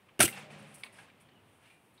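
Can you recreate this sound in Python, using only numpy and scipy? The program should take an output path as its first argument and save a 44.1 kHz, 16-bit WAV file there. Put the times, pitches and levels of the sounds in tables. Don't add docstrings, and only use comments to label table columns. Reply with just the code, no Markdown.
import sys
import numpy as np
from scipy import signal
from scipy.fft import rfft, irfft, next_fast_len
from scipy.io import wavfile
from scipy.ndimage import map_coordinates

SR = 44100
rng = np.random.default_rng(int(sys.argv[2]) if len(sys.argv) > 2 else 0)


def wav_out(sig):
    wavfile.write(sys.argv[1], SR, np.round(np.clip(np.atleast_2d(sig).T, -1, 1) * 32767).astype(np.int16))


def undo_db(level):
    steps = np.asarray(level, float) / 20
    return 10 ** steps


N = 88200

# (pitch [Hz], density [dB per Hz])
AIR_TONE = [(25, -14.5), (100, 3.5), (270, -1), (450, -6), (1000, -9), (2000, -19), (2900, -17),
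            (4500, -30), (7000, -37)]
AIR_DB, HISS_DB = -65.5, -80.5

PORCH_DB, PORCH_T60_S = -16.5, 0.1983

# (time [s], length [s], level [dB], pitch [Hz])
HUMS = [(.34, 0.074, -54.5, 185), (.38, .11, -49, 150), (0.394, .08, -56, 205), (0.356, .06, -58, 500),
        (0.423, 0.11, -57, 610), (.48, .125, -50, 150), (.57, 0.096, -52, 205), (.585, .13, -54.5, 150.4),
        (0.601, 0.076, -61.5, 545), (.66, .1, -60.5, 205), (0.49, 0.077, -60.5, 700),
        (0.318, 0.079, -56, 810), (.48, .1, -59, 205), (.72, .09, -62, 150), (.83, .08, -62, 150)]

# (time [s], level [dB])
BOOM_LEVEL = [(.25, -46), (.33, -53.5), (.42, -55.5), (.49, -55.5), (.63, -57), (.72, -61.5), (.82, -62),
              (.9, -64), (1.4, -72)]
# (pitch [Hz], width [Hz], level [dB])
BOARD_PEAKS = [(114.1, 41, -4.5), (142, 18, 4), (209.9, 36, -0.5), (431, 86, -7), (573, 50, -5),
               (785, 45, -8)]

# (time [s], level [dB])
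FOAM_LEVEL = [(0, -71.5), (.2, -70.5), (.31, -56.5), (.375, -47), (.43, -54), (.49, -61.5), (.52, -55),
              (.63, -58), (.9, -66.5), (1.0, -58.5), (1.07, -64), (1.13, -69), (1.33, -71.5), (1.6, -71),
              (1.66, -64), (1.75, -69.5), (1.81, -76), (2, -70.5)]
# (pitch [Hz], density [dB per Hz])
FOAM_TONE = [(450, -7.5), (800, -0.5), (1600, -3), (2550, -0.5), (3700, -10), (4300, -16.5), (6000, -37)]
BUBBLES_PER_S, BUBBLE_HZ, BUBBLE_CYCLES, BUBBLE_DB = 500, 2400, 15, -10.5
# (pitch [Hz], density [dB per Hz])
SPRAY_TONE = [(3000, -12.5), (4500, 6), (6800, 0), (8500, 1), (11500, -23), (15500, -19)]
SPRAY_DB, SPRAY_GROWS = -57, 1.213

WHEEZE_S, WHEEZE_HOLD_S, WHEEZE_DB, WHEEZE_HZ = 1.19, 0.2, -71, 3500
WHEEZE_SAG_HZ_PER_S, WHEEZE_SETTLE_S = 6200, 0.12

# (time [s], length [s], level [dB], rise [s], top-end level [dB])
LEAKS = [(0.501, 0.022, -68, .002, -22), (0.579, 0.025, -70, 0.0034, -17.5),
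         (.622, .004, -69, 0.0012, -16.5), (.665, 0.081, -71.5, 0.0018, -25),
         (0.741, 0.012, -58, 0.0017, -12), (0.779, 0.026, -66, .002, -9),
         (0.837, 0.012, -63.5, 0.0022, -12), (0.923, 0.024, -66.5, 0.0017, -18),
         (0.956, 0.075, -68.5, 0.0079, -21.5), (1.199, 0.015, -69, .003, -11.5),
         (1.429, 0.15, -77.5, 0.042, -12), (1.594, .15, -74, 0.041, -13), (1.77, 0.14, -80, .03, -6.5),
         (1.935, 0.014, -73.5, 0.0037, -10.5)]
# (time [s], length [s], level [dB], top-end level [dB])
SPURTS = [
    (.262, 0.04, -49.5, -2),
    (0.306, 0.034, -59, -9),
    (0.346, .045, -64, -16),
    (.39, .04, -69, -17),
]
# (pitch [Hz], density [dB per Hz])
LEAK_TONE = [(4000, -14), (7400, -13), (8200, -1), (9300, 1), (10500, -4), (11500, -9.5), (12400, -22.5)]
LEAK_T60_S, SPURT_T60_S = 0.19, 0.04

# (time [s], length [s], level [dB], fade by 60 dB [s], top pitch [Hz])
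SCUFFS = [
    (.085, 0.011, -62, .05, 3300),
    (0.8327, .012, -51, .05, 5200),
    (.855, .016, -57, .04, 4800),
    (.873, .008, -63, .025, 4200),
    (.9865, .008, -58, .08, 4300),
    (1.288, .004, -65, .03, 5500),
]
# (pitch [Hz], density [dB per Hz])
SCUFF_TONE = [(600, -7.5), (900, -1), (1600, -4), (2500, 0.5), (3600, -4), (4700, -5.5), (5400, -30)]

# (time [s], level [dB], pitch
# [Hz], fade by 60 dB [s])
TAPS = [(.0875, -66, 2600, .05), (.085, -63, 1260, .012), (.253, -31.5, 2800, .05),
        (.2778, -33, 2100, 0.02), (.2865, -39, 2100, .025), (.326, -49, 2710, .1), (.504, -58, 2390, .05),
        (.8347, -37, 2227, .018), (.8352, -44, 3420, .012), (.8358, -51, 4600, .011),
        (.835, -57, 1487, .02), (.846, -56, 1054, .03), (.842, -52, 1900, .03), (.862, -55, 2700, .03),
        (.894, -63, 2000, .04), (.987, -54, 1656, 0.056), (.9865, -59, 800, .09), (.951, -78, 5200, .3),
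        (1.083, -62, 1600, .05), (1.2074, -66, 2250, .04), (1.1, -62, 2350, .04), (1.288, -73, 3650, .02),
        (1.64, -71.5, 2800, 0.48), (1.665, -72, 2300, .4), (1.7, -66, 2400, .25), (1.976, -67.5, 3800, .12)]
TAP_WIDTH, TAP_BROAD_DB, TAP_TREBLE_DB, TAP_RING_DB = 0.17, -11, -20.5, 4

# (time [s], level [dB])
JET_FLOW = [(.2035, -41), (.207, -24), (.222, -20.5), (.244, -24), (.258, -29), (.266, -40), (.285, -43),
            (.312, -53.5), (.4, -72), (.47, -77.5)]
# (pitch [Hz], density [dB per Hz])
JET_TONE = [(380, -23.5), (700, -10), (1490, -14), (2790, -3), (3400, -8), (6800, -11), (8450, -1),
            (16000, -17)]
# (pitch [Hz], width [Hz], level [dB])
NECK_PEAKS = [(8500, 380, 3), (9500, 700, 4), (10740, 1200, -0.5), (14000, 3700, -12)]
# (pitch [Hz], width [Hz], level [dB])
SUNK_NECK_PEAKS = [(8100, 500, 6), (9300, 700, -0.5), (11200, 1200, -1.5), (14000, 3000, -10.5)]
SINK_S, SINK_OVER_S = 0.225, 0.02

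# (time [s], level [dB], pitch [Hz], fade by 60 dB [s])
BLOWS = [(0.1934, -25, 355.2, 0.15), (0.195, -30, 229.7, 0.21), (.2010, -25.5, 368, 0.075),
         (.2030, -27, 620, 0.07), (.2120, -29.5, 740, 0.059), (.2060, -27.5, 115.7, 0.22),
         (.2370, -17.5, 331.5, 0.048), (0.25, -30.5, 141, 0.087), (.2610, -29, 387, 0.023),
         (0.282, -56, 175, 0.033)]
PUSH_DB, PUSH_T60_S = 2.5, 0.022

# (pitch [Hz], level [dB], fade by 60 dB [s])
GLASS_MODES = [(1355, -1, .05), (1478, -4, .04), (2370, -6, .04), (2794, -7, .05), (4860, -7, .05),
               (6099, -8, .04), (8670, -8, .07), (8430, -9.5, .07), (8260, -9, .07), (9510, -9, .06),
               (10200, -12, .04)]
GLASS_DB = -11

# (time [s], level [dB], fade by 60 dB [s], treble level [dB])
CRACKS = [
    (0.192, -32.5, 0.065, -1),
    (0.2016, -25, 0.04, -12.5),
    (0.2031, -17, 0.015, 1),
    (0.2054, -11.5, 0.012, 1.5),
    (0.2076, -12.5, 0.012, -2.5),
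    (0.2137, -13.5, 0.016, -6.5),
    (0.218, -26, 0.06, 0),
    (.2310, -27.5, 0.026, -1.5),
    (0.24, -32, 0.02, 1.5),
    (0.2779, -30.5, 0.015, 0),
]
# (pitch [Hz], width [Hz], level [dB])
PLASTIC_PEAKS = [(646, 220, -3), (1050, 300, -7.5), (1520, 390, 1), (2400, 440, -1), (2930, 400, 0),
                 (4820, 980, -11), (5890, 690, -6)]

TOP_HZ, LOW_CUT_HZ = 15800, 52


def unit(x):
    return x / np.sqrt(np.mean(x ** 2) + 1e-20)


def filtered(x, response):
    size = next_fast_len(len(x) + SR // 2)
    hz = np.fft.rfftfreq(size, 1 / SR)
    return irfft(rfft(x, size) * response(hz), size)[:len(x)]


def shape(points):
    hz, db = np.transpose(points)
    return lambda f: undo_db(np.interp(np.log(f + 1), np.log(hz + 1), db, -120, -120))


def peaks(table):
    def response(f):
        total = 0
        for k, (hz, width, db) in enumerate(table):
            total = total + (-1) ** k * undo_db(db) * 1j * f * width / (hz * hz - f * f + 1j * f * width)
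        return total
    return response


def noise(response, size=N):
    return unit(filtered(rng.standard_normal(size), response))


def wobble(rate):
    return map_coordinates(rng.standard_normal(200), [np.arange(N) * rate / SR])


def curve(rows):
    s, db = np.transpose(rows)
    return undo_db(np.interp(np.arange(N) / SR, s, db, -120, -120))


def burst(s, t60, hold=0., rise=.0006):
    t = np.arange(N) / SR - s
    live = slice(*np.searchsorted(t, [0, hold + 2 * t60]))
    out = np.zeros(N)
    fade = undo_db(-60 * np.maximum(t[live] - hold, 0) / t60)
    out[live] = (1 - np.exp(-t[live] / rise)) * fade
    return out


def ring(s, hz, t60, rise=.0006, phase=0.):
    return burst(s, t60, rise=rise) * np.sin(2 * np.pi * hz * (np.arange(N) / SR - s) + phase)


def outdoor_air():
    rumble = undo_db(AIR_DB) * undo_db(wobble(6)) * noise(shape(AIR_TONE))
    hiss = noise(shape([(3000, -5), (7000, -5), (9000, 4.5), (12000, -1), (16500, -2.5)]))
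    return rumble + undo_db(HISS_DB) * hiss


def porch_echo(x):
    tail = rng.standard_normal(N) * burst(0.016, PORCH_T60_S)
    return signal.fftconvolve(x, tail / np.linalg.norm(tail))[:N]


def board_hums():
    t = np.arange(N) / SR
    unsteady = t + np.cumsum(wobble(15)) / (150 * SR)
    out = np.zeros(N)
    for s, length, db, hz in HUMS:
        swell = np.sin(np.pi * np.clip((t - s) / length, 0, 1))
        out += undo_db(db) * swell * np.sin(2 * np.pi * hz * unsteady)
    return out


def board_boom():
    return curve(BOOM_LEVEL) * noise(peaks(BOARD_PEAKS))


def bubble_pops():
    draw = rng.random((BUBBLES_PER_S * 2, 3))
    hz = BUBBLE_HZ * np.exp(.9 * (draw[:, 1:2] - .5))
    t = np.arange(300) / SR
    loudness = undo_db(-3 * np.log(draw[:, 2:] + 0.017))
    swell = np.exp(-t * hz / BUBBLE_CYCLES) * (1 - np.exp(-t * hz))
    grains = loudness * np.sin(2 * np.pi * hz * t) * swell
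    at = (draw[:, :1] * N).astype(int) + np.arange(300)
    return unit(np.bincount(at.ravel(), grains.ravel(), N + 300)[:N])


def foam():
    flow = curve(FOAM_LEVEL)
    fizz = flow * (noise(shape(FOAM_TONE)) + undo_db(BUBBLE_DB) * bubble_pops())
    spray = undo_db(SPRAY_DB) * (flow / flow.max()) ** SPRAY_GROWS * noise(shape(SPRAY_TONE))
    return undo_db(0.43 * wobble(25)) * (fizz + spray)


def wheeze():
    t = np.maximum(np.arange(N) / SR - WHEEZE_S, 0)
    fall = 1 - np.exp(-t / WHEEZE_SETTLE_S)
    hz = WHEEZE_HZ - WHEEZE_SAG_HZ_PER_S * WHEEZE_SETTLE_S * fall
    fuzz = noise(lambda f: 1 / (1 + (f / 170) ** 4))
    swell = burst(WHEEZE_S, 0.12, WHEEZE_HOLD_S, rise=0.025)
    return undo_db(WHEEZE_DB) * swell * fuzz * np.sin(2 * np.pi * np.cumsum(hz) / SR)


def leaks():
    hiss = noise(shape(LEAK_TONE))
    top = noise(shape([(11500, 0), (12500, -2.5), (15900, -4.5)]))
    out = np.zeros(N)
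    for s, hold, db, rise, top_db in LEAKS:
        out += undo_db(db) * burst(s, LEAK_T60_S, hold, rise) * (hiss + undo_db(top_db) * top)
    for s, hold, db, top_db in SPURTS:
        out += undo_db(db) * burst(s, SPURT_T60_S, hold) * (hiss + undo_db(top_db) * top)
    return out * undo_db(0.97 * wobble(51))


def scuffs():
    out = np.zeros(N)
    for s, hold, db, t60, top_hz in SCUFFS:
        rustle = noise(lambda f: shape(SCUFF_TONE)(f) / (1 + (f / top_hz) ** 12))
        out += undo_db(db) * burst(s, t60, hold, 0.0011) * rustle
    return out


def taps():
    neck = undo_db(TAP_TREBLE_DB) * noise(shape(LEAK_TONE))
    out = np.zeros(N)
    for s, db, hz, t60 in TAPS:
        body = peaks([(hz, hz * TAP_WIDTH, 0), (hz * 1.3, hz, TAP_BROAD_DB)])
        rough = noise(lambda f: body(f) / (1 + (f / 5300) ** 10))
        knock = burst(s, t60, 0.0023) * (rough + neck)
        out += undo_db(db) * (knock + undo_db(TAP_RING_DB) * ring(s, hz, t60 * 1.6))
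    return out


def jet():
    sunk = np.clip((np.arange(N) / SR - SINK_S) / SINK_OVER_S, 0, 1) * np.pi / 2
    whistle = np.cos(sunk) * noise(peaks(NECK_PEAKS)) + np.sin(sunk) * noise(peaks(SUNK_NECK_PEAKS))
    rush = noise(shape(JET_TONE))
    return unit(rush + whistle) * curve(JET_FLOW) * undo_db(-2 + 2.6 * wobble(95))


def blows():
    out = np.zeros(N)
    for s, db, hz, t60 in BLOWS:
        push = undo_db(PUSH_DB) * ring(s, hz / 3, PUSH_T60_S, rise=0.0022)
        out += undo_db(db) * (ring(s, hz, t60, rise=0.001) + push)
    return out


def glass():
    out = np.zeros(N)
    for s, db, *_ in CRACKS[3:6]:
        for hz, mode_db, t60 in GLASS_MODES:
            level = undo_db(db + GLASS_DB + mode_db + rng.normal(0, 1))
            out += level * ring(s, hz, t60, phase=2 * np.pi * rng.random())
    return out


def cracks():
    body, bright = noise(peaks(PLASTIC_PEAKS)), noise(peaks(NECK_PEAKS))
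    out = np.zeros(N)
    for s, db, t60, treble_db in CRACKS:
        out += undo_db(db) * burst(s, t60) * (body + undo_db(treble_db) * bright)
    return out


def scene():
    hits = scuffs() + taps() + glass() + cracks()
    background = outdoor_air() + undo_db(PORCH_DB) * porch_echo(hits) + board_hums() + board_boom()
    bottle = foam() + wheeze() + leaks() + jet()
    return (background + bottle + blows() + hits)[None]


def roll_off(x):
    return signal.sosfilt(signal.butter(12, 16790, fs=SR, output="sos"), x)


def record(dry):
    def microphone(hz):
        treble_edge = np.clip((TOP_HZ - hz) / 250 + .5, .12, 1) ** 2
        low_cut = (1j * hz / (LOW_CUT_HZ + 1j * hz)) ** 3
        return treble_edge * low_cut
    mix = filtered(dry[0], microphone)[None]
    return roll_off(mix)


dry = scene()
out = record(dry)
wav_out(out)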